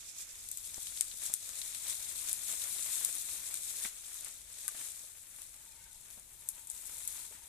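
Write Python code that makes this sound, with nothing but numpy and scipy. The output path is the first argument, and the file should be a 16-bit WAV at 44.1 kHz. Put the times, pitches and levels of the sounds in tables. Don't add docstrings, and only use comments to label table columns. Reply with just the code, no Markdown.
import sys
import numpy as np
from scipy import signal
from scipy.fft import rfft, irfft, next_fast_len
from scipy.io import wavfile
from scipy.ndimage import map_coordinates

SR = 44100
rng = np.random.default_rng(int(sys.argv[2]) if len(sys.argv) > 2 else 0)


def dump(signal):
    limited = np.clip(np.atleast_2d(signal).T, -1, 1)
    pcm = np.round(limited * 32767).astype(np.int16)
    wavfile.write(sys.argv[1], SR, pcm)


N = 330088

# time in seconds, level in dB.
DRONE_LEVEL = [(3.5, -100), (5.45, -90), (5.6, -77.5), (5.9, -75.5), (6.05, -83), (6.33, -85),
               (6.45, -76.5), (6.9, -76.5), (7.4, -76.5)]
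# frequency in Hz, relative strength in dB.
RUMBLE_COLOUR = [(15, -10.5), (25, 1), (50, -2.5), (80, -5), (120, -10.5), (230, -19), (400, -24),
                 (700, -24.5), (1500, -32)]
# frequency in Hz, likeness from 0 to 1.
LEFT_RIGHT_LIKENESS = [(30, 0.2), (70, 0.97), (630, 0.87), (1400, 0.5), (3000, 0.15), (6500, 0)]
# middle in seconds, level in dB, pitch in Hz,
# half width in seconds, glide in Hz per second.
SQUEAK_EVENTS = [(4.17, -71, 1340, .018, 0), (5.725, -69.5, 2450, .016, 4500),
                 (5.76, -73, 2170, .016, -4000), (5.8, -72, 2180, .014, -1500), (5.81, -74.5, 2790, .02, 0),
                 (5.82, -73.5, 1540, .02, 3000), (5.845, -71, 2170, .028, 1500),
                 (5.864, -69, 1570, .014, 2000), (5.903, -70, 1520, .014, -2500),
                 (7.355, -68, 1900, .022, 2000)]
# start in seconds, clack in dB, thud in dB, ring in Hz,
# clean ring over the clack in dB.
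KNOCK_EVENTS = [(0.780, -59, -49.5, 700, -16), (1.0084, -45, -65, 2060, -12), (1.14, -75, -60.5, 500, -16),
                (1.297, -51.5, -55, 756, -17), (2.53, -56, -64, 550, -14), (3.846, -38.5, -52, 2000, -8),
                (3.855, -45.5, -51, 1410, -18), (4.259, -49.5, -76, 1910, -20),
                (4.266, -52.5, -77, 1160, -18), (4.68, -51.5, -74, 1550, 11), (4.746, -58, -58, 600, -16),
                (5.038, -60, -74, 560, -12), (6.175, -59.5, -58.5, 590, -8), (7.31, -59, -76, 540, 1),
                (7.35, -57, -62, 1890, -10)]
# multiple of its ring pitch, level in dB,
# time to fall 60 dB in seconds.
STALK_RINGS = [(.77, -7, .06), (1, 0, .035), (1.11, -3, .03), (1.26, -5, .03)]
# frequency in Hz, relative strength in dB.
HEAP_COLOUR = [(60, 5), (130, -4.5), (210, 3.5), (350, -5.5), (800, -9.5), (2000, -18)]
# frequency in Hz, relative strength in dB.
LEAF_COLOUR = [(88, -38), (150, -15.5), (296, -6.5), (377, -8), (637, -4), (782, -6), (1500, -1),
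               (2320, 1.5), (2960, -1), (3200, 0.5), (4160, -15), (7040, -120)]
# middle in seconds, rustle in dB, half width in seconds.
SHOVE_EVENTS = [(.2, -67.5, 0.19), (7.36, -67, 0.033)]
# time in seconds, hiss in dB.
BLAZE_LEVEL = [(0, -48.5), (.45, -46.5), (.72, -43.5), (1.38, -45), (1.53, -42), (2.4, -40), (3.02, -36.5),
               (3.44, -42), (3.8, -40), (3.92, -47), (4.42, -55.5), (5.3, -52), (6.05, -54.5), (6.4, -55),
               (6.65, -61), (6.76, -46.5), (7.2, -43), (7.41, -52.5)]
# middle in seconds, hiss in dB, half width in seconds.
FLARE_EVENTS = [(0.087, -48.5, 0.011), (0.205, -42, 0.023), (0.66, -48, 0.014), (0.83, -49, 0.044),
                (0.98, -41, 0.015), (1.255, -38, 0.032), (1.9, -38, 0.032), (2.294, -36.5, 0.022),
                (2.511, -36, 0.032), (2.92, -40, 0.027), (3.154, -40.5, 0.011), (3.33, -43, 0.028),
                (3.854, -35, 0.024), (4.21, -45.5, 0.14), (4.61, -45.5, 0.099), (4.83, -40.5, 0.069),
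                (4.95, -48.5, 0.15), (5.43, -52.5, 0.076), (6.14, -52, 0.05), (6.57, -51, 0.12)]
# start in seconds, crack in dB, pitch in Hz, body in dB, treble in dB,
# splintering in seconds.
STEM_POPS = [(0.1846, -38.5, 7000, 5, 2, .001), (0.3558, -41.5, 8200, 4, 2, .0005),
             (0.4883, -34, 8000, 2, 2, .0002), (0.5153, -27.5, 8000, 4, 1, .0006),
             (0.5729, -28.5, 7500, 3, 3, .0005), (0.5845, -37, 7500, 4, 0, .0003),
             (0.7435, -34, 6000, 13, 0, .0009), (.8032, -38, 7500, 6, 0, .0006),
             (.8216, -37, 7500, 6, 0, .0005), (0.8704, -37, 3600, 20, 0, .0008),
             (.9653, -39, 7500, 8, 0, .0005), (0.9743, -34.5, 4200, 15, 0, .0008),
             (1.0096, -17.5, 8400, 4, -4, .0008), (1.1148, -38, 3800, 18, 0, .0008),
             (1.2567, -33, 7600, 4, -2, .0005), (1.2639, -28, 7200, 3, -2, .001),
             (1.339, -19, 8900, 1, -2, .0002), (1.4739, -38, 8100, 0, 0, .0003),
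             (1.4914, -36.5, 7800, 10, 0, .0005), (1.6165, -32, 3700, 17, 0, .0008),
             (1.7267, -41.5, 3700, 19, 0, .0006), (1.748, -32.5, 3700, 15, 0, .0014),
             (1.8684, -36, 3700, 14, 0, .001), (1.8982, -31, 8100, 2, -3, .0006),
             (1.9055, -33, 7300, 2, -3, .0005), (1.9283, -38, 3700, 17, 0, .0004),
             (2.1667, -35, 8000, 0, 0, .0003), (2.2941, -30, 7600, 0, -2, .0006),
             (2.3143, -32, 9000, 2, 0, .0004), (2.33, -21.5, 9800, -1, 0, .0003),
             (2.5261, -31, 8300, 2, 0, .0004), (2.619, -35, 3700, 16, 0, .0006),
             (2.6409, -31.5, 8800, 2, 0, .0003), (2.8076, -33, 8700, 4, 0, .0003),
             (3.0485, -18, 10500, 0, -1, .0014), (3.1524, -32, 8300, 0, -2, .0006),
             (3.334, -33, 8600, 2, 0, .0005), (3.542, -27.5, 8900, 3, 0, .0009),
             (3.5732, -32, 8600, -3, 0, .0002), (3.8388, -31, 9000, 3, 0, .0004),
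             (4.0471, -44.5, 3600, 18, 0, .0006), (4.0831, -41, 8800, 1, 0, .0003),
             (4.1437, -36, 9700, 1, 0, .0007), (4.2091, -39, 9000, 2, 0, .0003),
             (4.2469, -29.5, 8900, 1, 0, .0002), (4.6803, -22.5, 10800, 3, -1, .0008),
             (4.9601, -42, 8800, 3, 0, .0004), (5.3776, -44, 9300, 2, 0, .0004),
             (5.4186, -36.5, 9600, 6, 0, .0005), (5.5653, -46, 9300, 2, 0, .0005),
             (5.9313, -46, 9500, 2, 2, .0003), (6.1037, -40, 10500, 0, 3, .0002),
             (6.1099, -42, 11000, 6, 1, .0003), (6.1969, -44, 9700, 0, 2, .0004),
             (6.4883, -22, 11000, -3, 1, .0015), (6.4989, -38.5, 9800, -3, 0, .0005),
             (6.6719, -38.5, 10300, -6, 2, .0003), (6.6756, -41, 8700, -1, 0, .0004),
             (6.7007, -29, 9500, -1, -1, .0007), (6.7084, -36, 9500, 0, 0, .0003),
             (6.7146, -33.5, 9400, -1, 0, .0006), (6.8551, -38.5, 9600, 0, 0, .0003),
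             (6.8647, -38.5, 9800, -1, 0, .0004), (6.969, -37.5, 9600, 0, 0, .0004),
             (6.9832, -34.5, 10000, -1, 0, .0004), (7.0765, -24, 10000, 2, 2, .00015)]
# frequency in Hz, relative strength in dB.
STEM_COLOUR = [(300, -39), (1000, -31), (1700, -25), (2700, -24), (3700, -17), (5000, -15), (7500, 0),
               (10000, 0), (11500, -2.5), (14000, -5.5)]
# frequency in Hz, echo gain in dB.
THICKET_COLOUR = [(3000, 2), (8000, 0), (11000, -2), (14000, -2.5)]
# frequency in Hz, relative strength in dB.
HISS_COLOUR = [(1500, -37), (2400, -14), (2950, -19), (3500, -6.5), (3900, -6.5), (4800, -10.5), (6200, -5),
               (7300, -0.5), (8000, 0), (9700, -2.5), (11500, -8), (14200, -13.5)]
# time in seconds, treble tilt in dB per octave.
FUEL_FINENESS = [(0, -1), (.25, 1.5), (.6, 4.5), (1.3, 2), (3.05, 5), (4.65, 2.5), (4.83, 4.5), (5, 4),
                 (5.3, 7), (5.9, 3), (6.35, 7), (6.8, 7), (7.4, 4.5)]
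# time in seconds, left minus right in dB.
HISS_PLACE = [(.3, -8.5), (.55, -1.5), (3, 0.5), (4, -2), (7.4, 0)]
# frequency in Hz, left minus right in dB.
PORT_DIFFERENCE = [(500, -.5), (1400, -1.5), (2500, -1.5), (3200, 6.5), (4000, 12.5), (5000, -0.5),
                   (6500, 2), (7500, 6), (9000, 13), (14000, 8.5)]

TOP_HZ = 14350
USUAL_HEAT_DB, RUSTLE_DB, RUSTLE_GROWS = -45, -62.5, 0.79
CATCH_S, CATCH_SPREAD_S, TORCH_ONLY_DB = 1.45, 0.2, -4
TWIG_COUNT, TWIG_DB, TWIG_HZ, TWIG_BODY_DB, TWIG_SPLINTER_S = 50, 1, 8600, 5, .0005
TWIG_SCATTER_DB, TWIG_PITCH_SHARE, TWIG_BODY_SCATTER_DB = 3, .2, 8
BOUNCES_PER_S = 9000


def amp(db):
    return 10 ** (np.asarray(db) / 20)


def unit(x):
    return x / np.sqrt(np.mean(x ** 2) + 1e-20)


def along(points, hz):
    f, v = np.transpose(points)
    return np.interp(np.log(hz + 1), np.log(f + 1), v)


def curve(rows, t=None):
    return np.interp(np.arange(N) / SR if t is None else t, *np.transpose(rows))


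def wobble(rate):
    knots = rng.standard_normal(N // 20)
    return map_coordinates(knots, [np.arange(N) * rate / SR], mode="wrap")


def filtered(x, response):
    n = x.shape[-1]
    m = next_fast_len(n + SR // 10)
    return irfft(rfft(x, m) * response(np.fft.rfftfreq(m, 1 / SR)), m)[..., :n]


def causal(gain, size=2048):
    cepstrum = irfft(np.log(np.maximum(gain(np.fft.rfftfreq(size, 1 / SR)), 1e-6)))
    cepstrum[1:size // 2] *= 2
    cepstrum[size // 2 + 1:] = 0
    return irfft(np.exp(rfft(cepstrum)))


def spread(pair, spectrum):
    def mid_side_gains(hz):
        angle = np.arccos(np.clip(along(LEFT_RIGHT_LIKENESS, hz), -1, 1)) / 2
        return amp(along(spectrum, hz)) * [np.cos(angle), np.sin(angle)]
    mid, side = filtered(pair, mid_side_gains)
    return unit(np.array([mid + side, mid - side]))


def add(track, s, sound):
    part = track[:, max(round(s * SR), 0):][:, :sound.shape[-1]]
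    part += sound[..., :part.shape[-1]]


def swells(rows, t):
    return sum(amp(db) ** 2 * np.exp(-((t - s) / width) ** 2) for s, db, width in rows)


def puffs(rate, scatter_db, life):
    happens = rng.random(N) < rate / SR
    sizes = happens * amp(scatter_db * np.minimum(rng.standard_normal(N), 2.7))
    t = np.arange(SR // 20) / SR
    power = signal.fftconvolve(sizes ** 2, amp(-120 * t / life))[:N]
    return unit(np.sqrt(np.abs(power)))


def pings(rate, scatter_db, life, size=200):
    count = int(rate * N / SR)
    when, pitch, strength, left, right = rng.random((count, 5)).T[:, :, None]
    t = np.arange(size) / SR
    envelope = amp(-scatter_db * np.log(strength + .01) - 60 * t / life)
    hz = 1500 + 13000 * pitch
    index = ((when * N).astype(int) + np.arange(size)).ravel()
    sides = []
    for phase in (left, right):
        rings = envelope * np.sin(2 * np.pi * (hz * t + phase))
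        sides.append(np.bincount(index, rings.ravel(), N)[:N])
    return unit(np.array(sides))


def heat(t):
    return 10 * np.log10(amp(curve(BLAZE_LEVEL, t)) ** 2 + swells(FLARE_EVENTS, t))


def outdoors(drone_hz=912, width_hz=85):
    rumble_level = amp(-67.5 + 1.34 * wobble(rate=3.0))
    rumble = rumble_level * spread(rng.standard_normal((2, N)), RUMBLE_COLOUR)
    band = lambda hz: np.exp(-((hz - drone_hz) / width_hz) ** 2)
    drone = unit(filtered(rng.standard_normal(N), band))
    return rumble + amp(curve(DRONE_LEVEL)) * drone


def squeaks():
    t = np.arange(N) / SR
    shake_hz = 45 * wobble(rate=150)
    grip = unit(amp(3 * wobble(rate=90)))
    total = np.zeros(N)
    for s, db, hz, half_width, glide in SQUEAK_EVENTS:
        pitch_hz = hz + glide * (t - s) + shake_hz
        tone = np.sqrt(2) * np.sin(2 * np.pi * np.cumsum(pitch_hz) / SR)
        total += amp(db) * np.exp(-((t - s) / half_width) ** 2) * tone
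    return grip * total


def knocks(clack_t60=0.068, thud_t60=0.046, scrape_t60=0.23, settle_db=-24):
    track, t = np.zeros((2, N)), np.arange(SR // 5) / SR
    burst = lambda spectrum, t60: spread(rng.standard_normal((2, len(t))), spectrum) * amp(-60 * t / t60)
    heap = causal(lambda hz: amp(along(HEAP_COLOUR, hz)))[None]
    soft_heap = filtered(heap, lambda hz: 1 / (1 + 1j * hz / 2000) ** 2)
    for s, clack_db, thud_db, ring_hz, ring_db in KNOCK_EVENTS:
        ring = sum(amp(db - 60 * t / t60) * np.sin(2 * np.pi * multiple * ring_hz * t)
                   for multiple, db, t60 in STALK_RINGS)
        clack = burst([(ring_hz / 2, -20), (ring_hz, 0), (ring_hz * 3.2, -17), (ring_hz * 5, -35)], clack_t60)
        scrape = burst([(200, -22), (2200, 3), (6000, -3.5)], scrape_t60)
        strike = amp(ring_db) * ring + clack + amp(-6.5) * scrape
        soft_start = 1 - np.exp(-t / 0.001)
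        add(track, s, amp(clack_db) * strike * soft_start)
        settling = amp(settle_db - 60 * t / thud_t60) * rng.standard_normal((2, len(t)))
        push = (t == 0) + settling
        thud = signal.fftconvolve(push, soft_heap, axes=1)
        thud *= np.sqrt(SR / 200) / np.linalg.norm(thud, axis=1, keepdims=True)
        add(track, s, amp(thud_db) * thud)
    return track


def rustle():
    t = np.arange(N) / SR
    unlit = (1 - np.tanh((t - CATCH_S) / CATCH_SPREAD_S)) / 2
    level_db = RUSTLE_DB + RUSTLE_GROWS * (heat(t) - USUAL_HEAT_DB) + TORCH_ONLY_DB * unlit
    fractures = np.sqrt(1 + amp(-6.5) * puffs(rate=160, scatter_db=6, life=0.049) ** 2)
    crunch = rng.standard_normal((2, N)) * fractures
    level = np.sqrt(amp(level_db) ** 2 + swells(SHOVE_EVENTS, t))
    return level * amp(1.47 * wobble(rate=24)) * spread(crunch, LEAF_COLOUR)


def flames():
    colour = [(35, -26), (75, -12.5), (140, -20.0), (400, -25.5), (1000, -37)]
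    return amp(curve(BLAZE_LEVEL) - 31.5) * spread(rng.standard_normal((2, N)), colour)


def twigs():
    when, strength, pitch, body, treble = rng.uniform(-0.73, 1, (TWIG_COUNT, 5)).T
    s = (when + 1) / 2 * N / SR
    db = heat(s) + TWIG_DB + TWIG_SCATTER_DB * strength
    pitch_hz = TWIG_HZ * (1 + TWIG_PITCH_SHARE * pitch)
    body_db = TWIG_BODY_DB + TWIG_BODY_SCATTER_DB * body
    treble_db = TWIG_SCATTER_DB * treble
    return list(zip(s, db, pitch_hz, body_db, treble_db, np.full(TWIG_COUNT, TWIG_SPLINTER_S)))


def pops(splinter_db=-7.0, near_db=-11.5, near_t60=0.067, far_db=-28, far_t60=0.37, lean_db=2):
    track, t = np.zeros((2, N)), np.arange(SR // 5) / SR
    scatter = amp(near_db - 60 * t / near_t60) + amp(far_db - 60 * t / far_t60)
    click = np.eye(2, len(t))[::-1]
    for s, db, pitch_hz, body_db, treble_db, splinter_s in STEM_POPS + twigs():
        def stem_gain(hz):
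            peak = 7 / (1 + ((hz - pitch_hz) / 750) ** 2)
            body = body_db / (1 + (hz / 6000) ** 10)
            treble = treble_db * (1 + np.tanh((hz - 11000) / 800)) / 2
            return amp(along(STEM_COLOUR, hz) + peak + body + treble)
        stem = causal(stem_gain)[None]
        stem /= np.linalg.norm(stem)
        splinters = amp(splinter_db) * np.exp(-t / splinter_s) * rng.standard_normal((2, len(t)))
        direct = signal.fftconvolve(click + splinters, stem, axes=1)
        direct *= np.sqrt(SR / 1000) / np.linalg.norm(direct, axis=1, keepdims=True)
        direct *= amp(lean_db * np.array([[.5], [-.5]]))
        strengths = rng.standard_normal((2, len(t)))
        bounces = unit(strengths * (rng.random((2, len(t))) < BOUNCES_PER_S / SR))
        echoes = signal.fftconvolve(scatter * bounces, stem, axes=1)
        echoes = filtered(echoes, lambda hz: amp(along(THICKET_COLOUR, hz)))
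        add(track, s, amp(db) * (direct + echoes))
    return track


def hiss():
    sizzle = amp(-4) * pings(rate=3500, scatter_db=2.6, life=.006)
    rush = spread(unit(rng.standard_normal((2, N)) + sizzle), HISS_COLOUR)
    hz, t, slices = signal.stft(rush, SR, nperseg=256)
    octaves = np.log2(np.clip(hz, 6000, 13000) / 8500)[:, None]
    gain_db = heat(t) + octaves * curve(FUEL_FINENESS, t)
    rush = signal.istft(slices * amp(gain_db), SR, nperseg=256)[1][:, :N]
    spurts = unit(np.sqrt(1 + amp(-15) * puffs(rate=70, scatter_db=2, life=.04) ** 2))
    flicker_db = 0.89 * wobble(rate=30)
    place_db = np.outer([.5, -.5], curve(HISS_PLACE))
    return amp(flicker_db + place_db) * spurts * rush


def scene():
    return outdoors() + squeaks() + knocks() + rustle() + flames() + pops() + hiss()


def record(dry):
    def ports(hz):
        gains = amp(np.outer([.5, -.5], along(PORT_DIFFERENCE, hz)))
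        gains /= np.sqrt(np.mean(gains ** 2, axis=0))
        return gains / np.sqrt(1 + (hz / TOP_HZ) ** 400)
    return filtered(dry, ports)


dry = scene()
out = record(dry)
dump(out)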